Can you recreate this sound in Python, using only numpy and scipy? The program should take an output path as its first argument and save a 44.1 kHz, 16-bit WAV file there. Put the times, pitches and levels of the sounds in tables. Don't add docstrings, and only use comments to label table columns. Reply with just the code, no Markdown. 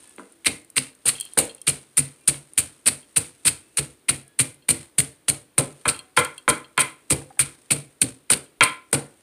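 import sys
import numpy as np
from scipy import signal
from scipy.fft import rfft, irfft, next_fast_len
from scipy.io import wavfile
from scipy.ndimage import map_coordinates

SR = 44100
rng = np.random.default_rng(int(sys.argv[2]) if len(sys.argv) > 2 else 0)


def log_audio(samples):
    frames = np.atleast_2d(samples).T
    limited = np.clip(frames, -1, 1)
    pcm = np.round(limited * 32767).astype(np.int16)
    wavfile.write(sys.argv[1], SR, pcm)


def ratio(d):
    e = np.asarray(d, float) / 20
    return 10 ** e


N = 406602

# start in seconds, length in seconds, level in dB,
# rise from start to end in dB.
CRUSHES = [(0.452, 0.017, -21, 17.5), (0.7588, 0.021, -23.5, 17.5), (1.055, 0.036, -18.5, 12),
           (1.3743, 0.02, -16.5, 3), (1.6677, 0.025, -18.5, 8), (1.97, 0.023, -15, 0),
           (2.2756, 0.016, -14, -1), (2.5761, 0.019, -17.5, 1.5), (2.858, 0.022, -18, 13),
           (3.16, 0.013, -18.5, 18), (3.4492, 0.033, -18, 9.5), (3.771, 0.024, -18, -6.5),
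           (4.084, 0.012, -19, 12.5), (4.3895, 0.022, -15.5, 2.5), (4.6841, 0.024, -20.5, 13.5),
           (4.9832, 0.019, -13, -5), (5.2824, 0.015, -15.5, -3), (5.5798, 0.017, -17, -2.5),
           (5.879, 0.015, -16.5, 2), (6.165, 0.031, -23.5, 7), (6.486, 0.014, -18, 3.5),
           (6.789, 0.021, -20.5, 14.5), (7.1, 0.028, -20, -0.5), (7.3915, 0.025, -16, -4),
           (7.7044, 0.017, -18, 11), (8.0157, 0.022, -20, -22.5), (8.3002, 0.034, -16.5, -2),
           (8.625, 0.013, -18, 7.5), (8.928, 0.017, -18.5, -0.5)]
# start in seconds, peak in dB.
SNAPS = [(0.463, -17), (0.767, -2), (0.773, -3.5), (1.3882, 12.5), (1.6801, 2.5), (1.979, -14),
         (1.9876, -14.5), (2.579, 1.5), (2.584, -1.5), (2.5908, 3), (2.8687, -6), (2.875, 7.5),
         (3.4677, -3), (4.0915, -8), (4.4046, -8), (4.69, 4.5), (4.711, -7), (4.9875, -4), (5.0035, -1),
         (5.2996, 0.5), (5.5822, -1.5), (6.1712, -2.5), (6.1906, -2), (6.8023, -8.5), (7.107, 4.5),
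         (7.3929, 2.5), (6.7776, -5), (7.7112, -2), (1.3765, -7), (8.931, -3.5)]
# frequency in Hz, level in dB.
PULP_TONE = [(200, -41.5), (800, -15), (1300, -4), (1800, -5), (2400, 2.5), (3400, -3.5), (4300, 2),
             (6000, -11.5)]
# start in seconds, knock in dB, weight in dB, hardness in dB.
BLOWS = [(0.4636, -21, -32, 18), (0.7667, -26.5, -38, 21), (1.0545, -40, -39.5, -2),
         (1.3731, -30, -29.5, -20.5), (1.6742, -28.5, -35, 19.5), (1.976, -28, -38, 16),
         (2.2808, -29, -35.5, 14), (2.577, -27, -40, 14), (2.8617, -32.5, -37, 0.5),
         (3.1662, -26, -37.5, 7), (3.4531, -25, -37, 7.5), (3.7802, -24, -38, 6.5),
         (4.0883, -21.5, -35.5, 17), (4.3947, -21.5, -35.5, 15.5), (4.6881, -22, -32.5, 11),
         (4.9817, -27.5, -35.5, 14), (5.2822, -36, -39, -6.5), (5.5794, -19, -28, -1),
         (5.8558, -14.5, -35, -6.5), (6.1742, -9, -33, -2), (6.4787, -10.5, -28.5, -3),
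         (6.779, -9, -35, 2.8), (7.1069, -22.5, -27.5, 9), (7.3938, -18.5, -42, 6.5),
         (7.708, -24, -31, 15.5), (8.0165, -41, -34, 22), (8.3038, -26, -34, -12), (8.6081, -4.5, -32, 5.5),
         (8.9291, -19.5, -26, -3)]
# start in seconds, knock in dB, weight in dB, hardness in dB.
SOFT_TAPS = [
    (0.182, -36.5, -42, 7),
    (.195, -44, -63, -21),
    (.447, -36, -63, 24),
    (2.343, -36, -75.5, 8.5),
    (5.853, -31.5, -74, 9.5),
    (6.771, -36, -73, 0),
    (8.297, -40, -67, 12),
]
# frequency in Hz, width in Hz, level in dB.
PESTLE_BODY = [(1020, 200, -3), (1380, 160, 0), (1680, 250, -5)]
# frequency in Hz, width in Hz, level in dB.
POT_WALL = [(2050, 190, -1), (2420, 300, 0), (3200, 400, -5), (4250, 500, -13)]
# frequency in Hz, level in dB, 60 dB decay in seconds.
CLAY_MODES = [(484, -6, .1), (592, -5, .12), (915, -13, .08), (1031, -5, .24), (1180, -12, .07),
              (1357, -4, .19), (1432, -8, .13), (1500, -8, .11), (1680, -8, .09), (1965, -9, .11),
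              (2045, -4, .17), (2121, -8, .12), (2290, -5, .14), (2382, -3, .17), (2500, -6, .13),
              (3200, -7, .15), (2750, -11, .08)]
# frequency in Hz, width in Hz, level in dB.
POT_THUD = [(188, 44, -8), (258.4, 33.8, 2), (317.7, 41.7, 0)]
# frequency in Hz, width in Hz, level in dB.
PESTLE_SIDE = [(467, 59, 2), (592, 48, -1.5), (724, 250, -9.5)]
# frequency in Hz, width in Hz, level in dB.
COUNTER_BOOM = [(69, 24, -8), (96.5, 32, -5.5), (139.7, 15, 4)]
# time in seconds, boom change in dB.
SEATING = [(0, -7), (1.1, -5.5), (1.8, -0.5), (4.5, 2), (6.4, -1), (7.3, 4.5), (8, -1), (9.2, -1)]
# start in seconds, peak in dB.
CRUMBS = [(0.034, -24), (0.075, -25), (0.0944, -23), (0.162, -22), (0.322, -19.5), (0.4468, -10),
          (0.6474, -24), (0.7014, -15.5), (0.951, -23), (1.2, -5), (1.2095, 3.5), (1.252, -8),
          (1.3355, -11.5), (1.4527, -6), (1.5484, -16), (1.6158, -7.5), (2.2094, -28), (2.5346, -17),
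          (3.8781, -32), (4.2789, -23), (4.5438, -22), (5.8541, -15), (5.9641, -16), (5.9915, -13),
          (6.248, 2), (6.3803, -11), (6.581, -21.5), (8.373, -7), (8.4404, -21), (8.9138, -23)]
# start in seconds, peak in dB.
TINKS = [(1.1344, -36), (1.153, -27.5), (1.1674, -41), (1.1828, -27), (1.198, -31), (1.21, -23),
         (1.2274, -36), (1.242, -34), (1.261, -32.5), (1.273, -38), (1.322, -43), (1.495, -30.5),
         (1.5084, -34.5), (1.579, -43), (1.617, -47), (3.0288, -42), (4.6226, -46), (5.945, -26.5),
         (5.9616, -31), (5.991, -25.5), (6.2495, -20), (6.3787, -28.5), (6.6434, -35), (8.4603, -44.5)]
# frequency in Hz, level in dB, 60 dB decay in seconds.
BANGLE_MODES = [(2713, -5, .05), (3214, 0, .06), (4237, -4, .05), (4640, -10, .03), (7456, -16, .02)]
# start in seconds, peak in dB.
LUMP_TICKS = [
    (7.215, -49),
    (7.305, -50),
    (7.372, -55),
]
# time in seconds, level in dB.
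RUSTLE = [(0, -41.5), (.3, -50), (.9, -66.5), (1.15, -35.5), (1.6, -52), (3.7, -48), (4.6, -80),
          (4.83, -36.5), (4.92, -55.5), (5.6, -72), (5.8, -42), (6, -60.5), (6.39, -47), (6.47, -61.5),
          (7.3, -51.5), (7.8, -49.5), (8.2, -66.5), (9.22, -52)]
# frequency in Hz, 60 dB decay in seconds.
ROOM_DECAY = [(100, 0.28), (500, 0.35), (2000, 0.31), (9000, 0.22), (15000, 0.2)]
# start in seconds, length in seconds, frequency in Hz, level in dB,
# overtone share from 0 to 1.
FAR_TONES = [
    (0, .17, 1720, -65, .7),
    (4.21, .18, 1680, -65, .5),
    (.29, .17, 335, -60, 0),
    (.58, .15, 335, -62, 0),
    (6.0, .16, 750, -64, 0),
    (0, .13, 2600, -67, 0),
    (2.17, .1, 2400, -65, 0),
    (2.19, .08, 2700, -67, 0),
    (3.58, .19, 2640, -67, 0),
    (4.2, .1, 680, -66, 0),
]
# frequency in Hz, level in dB.
HOUSE_AIR = [(20, -35), (60, -4.5), (135, -2.5), (195, -3), (310, 5), (800, -9), (2340, -11.5), (4300, -15),
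             (9000, -31.5), (15000, -12.5)]
# frequency in Hz, gain in dB.
MIC_PORT = [(5700, 0), (7600, 8.5), (8400, 18.5), (9050, 21.5), (9800, 16), (11600, 1), (15200, -8)]

USUAL_CRUSH_DB, USUAL_KNOCK_DB, USUAL_WEIGHT_DB = -17, -27, -35
LEAD_DB = -25
ARCH_DB = 1.5
LAST_POP_DB = 3
DULL_DB, DULL_FOLLOWS = -9, .4
RING_DB, RING_GROWS = -55, 1.838
FLAT_RINGS = .4
ROCKING = .8
CHATTER_DB, CHATTER_T60 = 4, .25
BOOM_DB, BOOM_FOLLOWS, BOOM_WALL = -39, 0.61, 0.12
TAP_BOOM_LOSS_DB = 27.5
PUSH_DB = -8.5
SINK_S = 0.00952
CRUMB_T60 = .011
SETTLE_DB, SETTLE_WAIT_S, SETTLE_T60 = -27.5, .06, 0.26
EDGE_HZ, EDGE_LOSS_DB = 15550, 30


def unit(x):
    return x / np.sqrt(np.mean(x ** 2) + 1e-20)


def along(points, hz):
    f, v = np.transpose(points)
    return np.interp(np.log(hz + 1), np.log(f + 1), v)


def filtered(x, response):
    m = 2 * next_fast_len(len(x) // 2 + SR // 4)
    return irfft(rfft(x, m) * response(np.fft.rfftfreq(m, 1 / SR)), m)[:len(x)]


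def causal(points):
    def response(hz):
        c = irfft(np.log(ratio(along(points, hz))))
        fold = np.r_[1, 2 * np.ones(len(c) // 2 - 1), np.zeros(len(c) // 2)]
        return np.exp(rfft(c * fold))
    return response


def resonant(peaks):
    def response(f):
        total = 0
        for k, (hz, width, db) in enumerate(peaks):
            damping = 1j * f * width
            total = total + (-1) ** k * ratio(db) * damping / (hz * hz - f * f + damping)
        return total
    return response


def burst(length, t60):
    fall = ratio(-60 * np.arange(length) / SR / t60)
    return unit(fall * rng.standard_normal(length)) * np.sqrt(np.mean(fall ** 2))


def ring(modes, t, tilt_db, rough):
    hz, db, t60 = np.transpose(modes)[:, :, None]
    scatter_db = 2 * rng.standard_normal((len(modes), 1))
    knots = rng.standard_normal((2, len(modes), 24))
    tents = np.maximum(0, 1 - np.abs(np.linspace(0, 23, len(t)) - np.arange(24)[:, None]))
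    flutter = (knots[0] + 1j * knots[1]) @ tents
    dying = np.exp((2j * np.pi * hz - np.log(1000) / t60) * t)
    strength = ratio(db + scatter_db + tilt_db * np.log2(hz / 1600))
    return np.sum(strength * np.imag((1 + rough * flutter) * dying), axis=0)


def grains(rate, depth_db):
    knots = rng.standard_normal(int(N * rate / SR) + 4)
    lumps = map_coordinates(knots, [np.arange(N) * rate / SR], order=1)
    return unit(ratio(depth_db * np.clip(lumps, -3, 2)) * rng.standard_normal(N))


def add(track, s, sound):
    part = track[round(s * SR):][:len(sound)]
    part += sound[:len(part)]


def crush():
    bright, dull, t = np.zeros(N), np.zeros(N), np.arange(SR // 4) / SR
    pops = []
    for s, length, db, rise_db in CRUSHES:
        first_db, last_db = db - rise_db / 2, db + rise_db / 2
        pops.append((s + length - .002, last_db + LAST_POP_DB))
        when = np.array([-.008, -.001, .001, length / 2, length, length + 0.024, length + 0.15, length + 0.14])
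        level_db = [first_db - 53.5, first_db + LEAD_DB, first_db, db + ARCH_DB,
                    last_db, last_db - 24.0, last_db - 48, last_db - 65]
        shape = ratio(np.interp(t - .008, when, level_db))
        add(bright, s - .008, shape)
        add(dull, s - .008, shape * ratio(DULL_DB - (1 - DULL_FOLLOWS) * (db - USUAL_CRUSH_DB)))
    bright = ratio(-1.5) * bright * grains(600, depth_db=3.5)
    dull = dull * grains(350, depth_db=5)
    for s, db in SNAPS + pops:
        snap = ratio(db - 2.5) * burst(300, 0.0029)
        add(bright, s, snap)
        add(dull, s, ratio(-9.0) * snap)
    fizz = filtered(bright, lambda hz: 1 / (1 + (5600 / (hz + 1)) ** 8))
    pulp = filtered(dull, causal(PULP_TONE + [(7500, -40.5)]))
    return ratio(-7) * fizz + ratio(7.5) * pulp


def blows():
    low, high, clay, thud, side, boom = np.zeros((6, N))
    t = np.arange(SR // 4) / SR
    push = np.hanning(14)
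    for k, (s, knock_db, thud_db, hard_db) in enumerate(BLOWS + SOFT_TAPS):
        over_usual_db = knock_db - USUAL_KNOCK_DB
        ring_db = RING_DB + RING_GROWS * over_usual_db - FLAT_RINGS * hard_db
        boom_db = BOOM_DB + BOOM_FOLLOWS * (thud_db - USUAL_WEIGHT_DB) - BOOM_WALL * over_usual_db
        boom_db = boom_db + np.interp(s, *np.transpose(SEATING))
        if k >= len(BLOWS):
            boom_db = boom_db - TAP_BOOM_LOSS_DB

        contact = burst(len(t), .025)
        add(contact, 0, 3 * push)
        contact = contact + ratio(CHATTER_DB + ring_db - knock_db) * burst(len(t), CHATTER_T60)
        add(low, s, ratio(knock_db + 11.0 - hard_db / 2) * contact)
        add(high, s, ratio(knock_db + 7.0 + hard_db / 2) * contact)

        wall = ring(CLAY_MODES, t, tilt_db=.4 * hard_db, rough=ROCKING)
        add(clay, s, ratio(ring_db + 3) * wall * (1 - np.exp(-t / 0.003)))

        shove = 1.695 * burst(len(t), 0.16) * (1 - np.exp(-t / SINK_S))
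        add(shove, 0, 2.13 * push)
        add(thud, s, ratio(thud_db + 26.0) * shove)
        add(side, s, ratio(thud_db + 23 - 0.22 * hard_db) * shove)
        add(boom, s, ratio(boom_db + 32) * burst(len(t), 0.22))
        add(boom, s + SINK_S, ratio(boom_db + 35.5 + PUSH_DB) * np.hanning(130))
    knock = filtered(low, resonant(PESTLE_BODY)) + filtered(high, resonant(POT_WALL))
    pot = filtered(thud, resonant(POT_THUD)) - filtered(side, resonant(PESTLE_SIDE))
    return knock + clay, pot + filtered(boom, resonant(COUNTER_BOOM))


def small_things():
    out, lump, t = np.zeros(N), np.zeros(N), np.arange(SR // 16) / SR
    for s, db in CRUMBS:
        add(out, s, ratio(db - 28) * np.diff(burst(900, CRUMB_T60)))
    for s, db in TINKS:
        tink = ring(BANGLE_MODES, t, tilt_db=0, rough=.6) * (1 - np.exp(-t / .0006))
        add(out, s, ratio(db - 10) * tink)
    for s, db in LUMP_TICKS:
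        add(lump, s, ratio(db + 14) * burst(len(t), .04))
    return out + filtered(lump, resonant([(780, 130, 14), (1750, 380, 2)]))


def rustle():
    s, db = np.transpose(RUSTLE)
    busy, t = ratio(np.interp(np.arange(N) / SR, s, db)), np.arange(SR // 3) / SR
    settling = ratio(SETTLE_DB - 60 * np.abs(t - SETTLE_WAIT_S) / SETTLE_T60)
    for row in BLOWS:
        add(busy, row[0], settling)
    tone = [(1000, -3.5), (4000, -3), (9000, -14)]  # (Hz, dB)
    fine = filtered(grains(500, depth_db=4), lambda hz: ratio(along(tone, hz)))
    return ratio(-17.0) * busy * unit(fine)


def kitchen(x):
    out = np.zeros(N)
    cuts = [0] + [round((row[0] - .05) * SR) for row in BLOWS] + [N]
    for a, b in zip(cuts, cuts[1:]):
        hz, t, z = signal.stft(rng.standard_normal(SR // 3), SR, nperseg=256)
        decay = ratio(-60 * t / along(ROOM_DECAY, hz)[:, None])
        tail = signal.istft(z * decay, SR, nperseg=256)[1]
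        add(out, a / SR + .005, signal.fftconvolve(x[a:b], tail / np.linalg.norm(tail)))
    return out


def far_tones():
    out = np.zeros(N)
    for s, length, hz, db, share in FAR_TONES:
        turn = 2 * np.pi * hz * np.arange(round(length * SR)) / SR
        swell = np.sqrt(np.hanning(len(turn)))
        tone = np.sin(turn) + share * np.sin(2 * turn) + share ** 4 * np.sin(3 * turn)
        add(out, s, ratio(db) * swell * tone)
    return out


def air():
    return ratio(-60.5) * unit(filtered(rng.standard_normal(N), lambda hz: ratio(along(HOUSE_AIR, hz))))


def scene():
    wet, (knock, body), small = crush(), blows(), small_things()
    echo = kitchen(ratio(-16.0) * wet + ratio(-9.5) * knock + ratio(-7.5) * body + ratio(-16.0) * small)
    return (wet + knock + body + small + echo + far_tones() + rustle() + air())[None]


def roll_off(x):
    return signal.sosfilt(signal.butter(12, 16640, fs=SR, output="sos"), x)


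def record(dry):
    def band(hz):
        edge = ratio(-EDGE_LOSS_DB * (1 + np.tanh((hz - EDGE_HZ) / 120)) / 2)
        return (hz < 16600) * edge / (1 + (26 / (hz + 1)) ** 4)
    x = filtered(dry[0], causal(MIC_PORT))
    x = x / (1 + np.abs(x / .66) ** 5) ** (1 / 5)
    return roll_off(filtered(x, band)[None])


dry = scene()
out = record(dry)
log_audio(out)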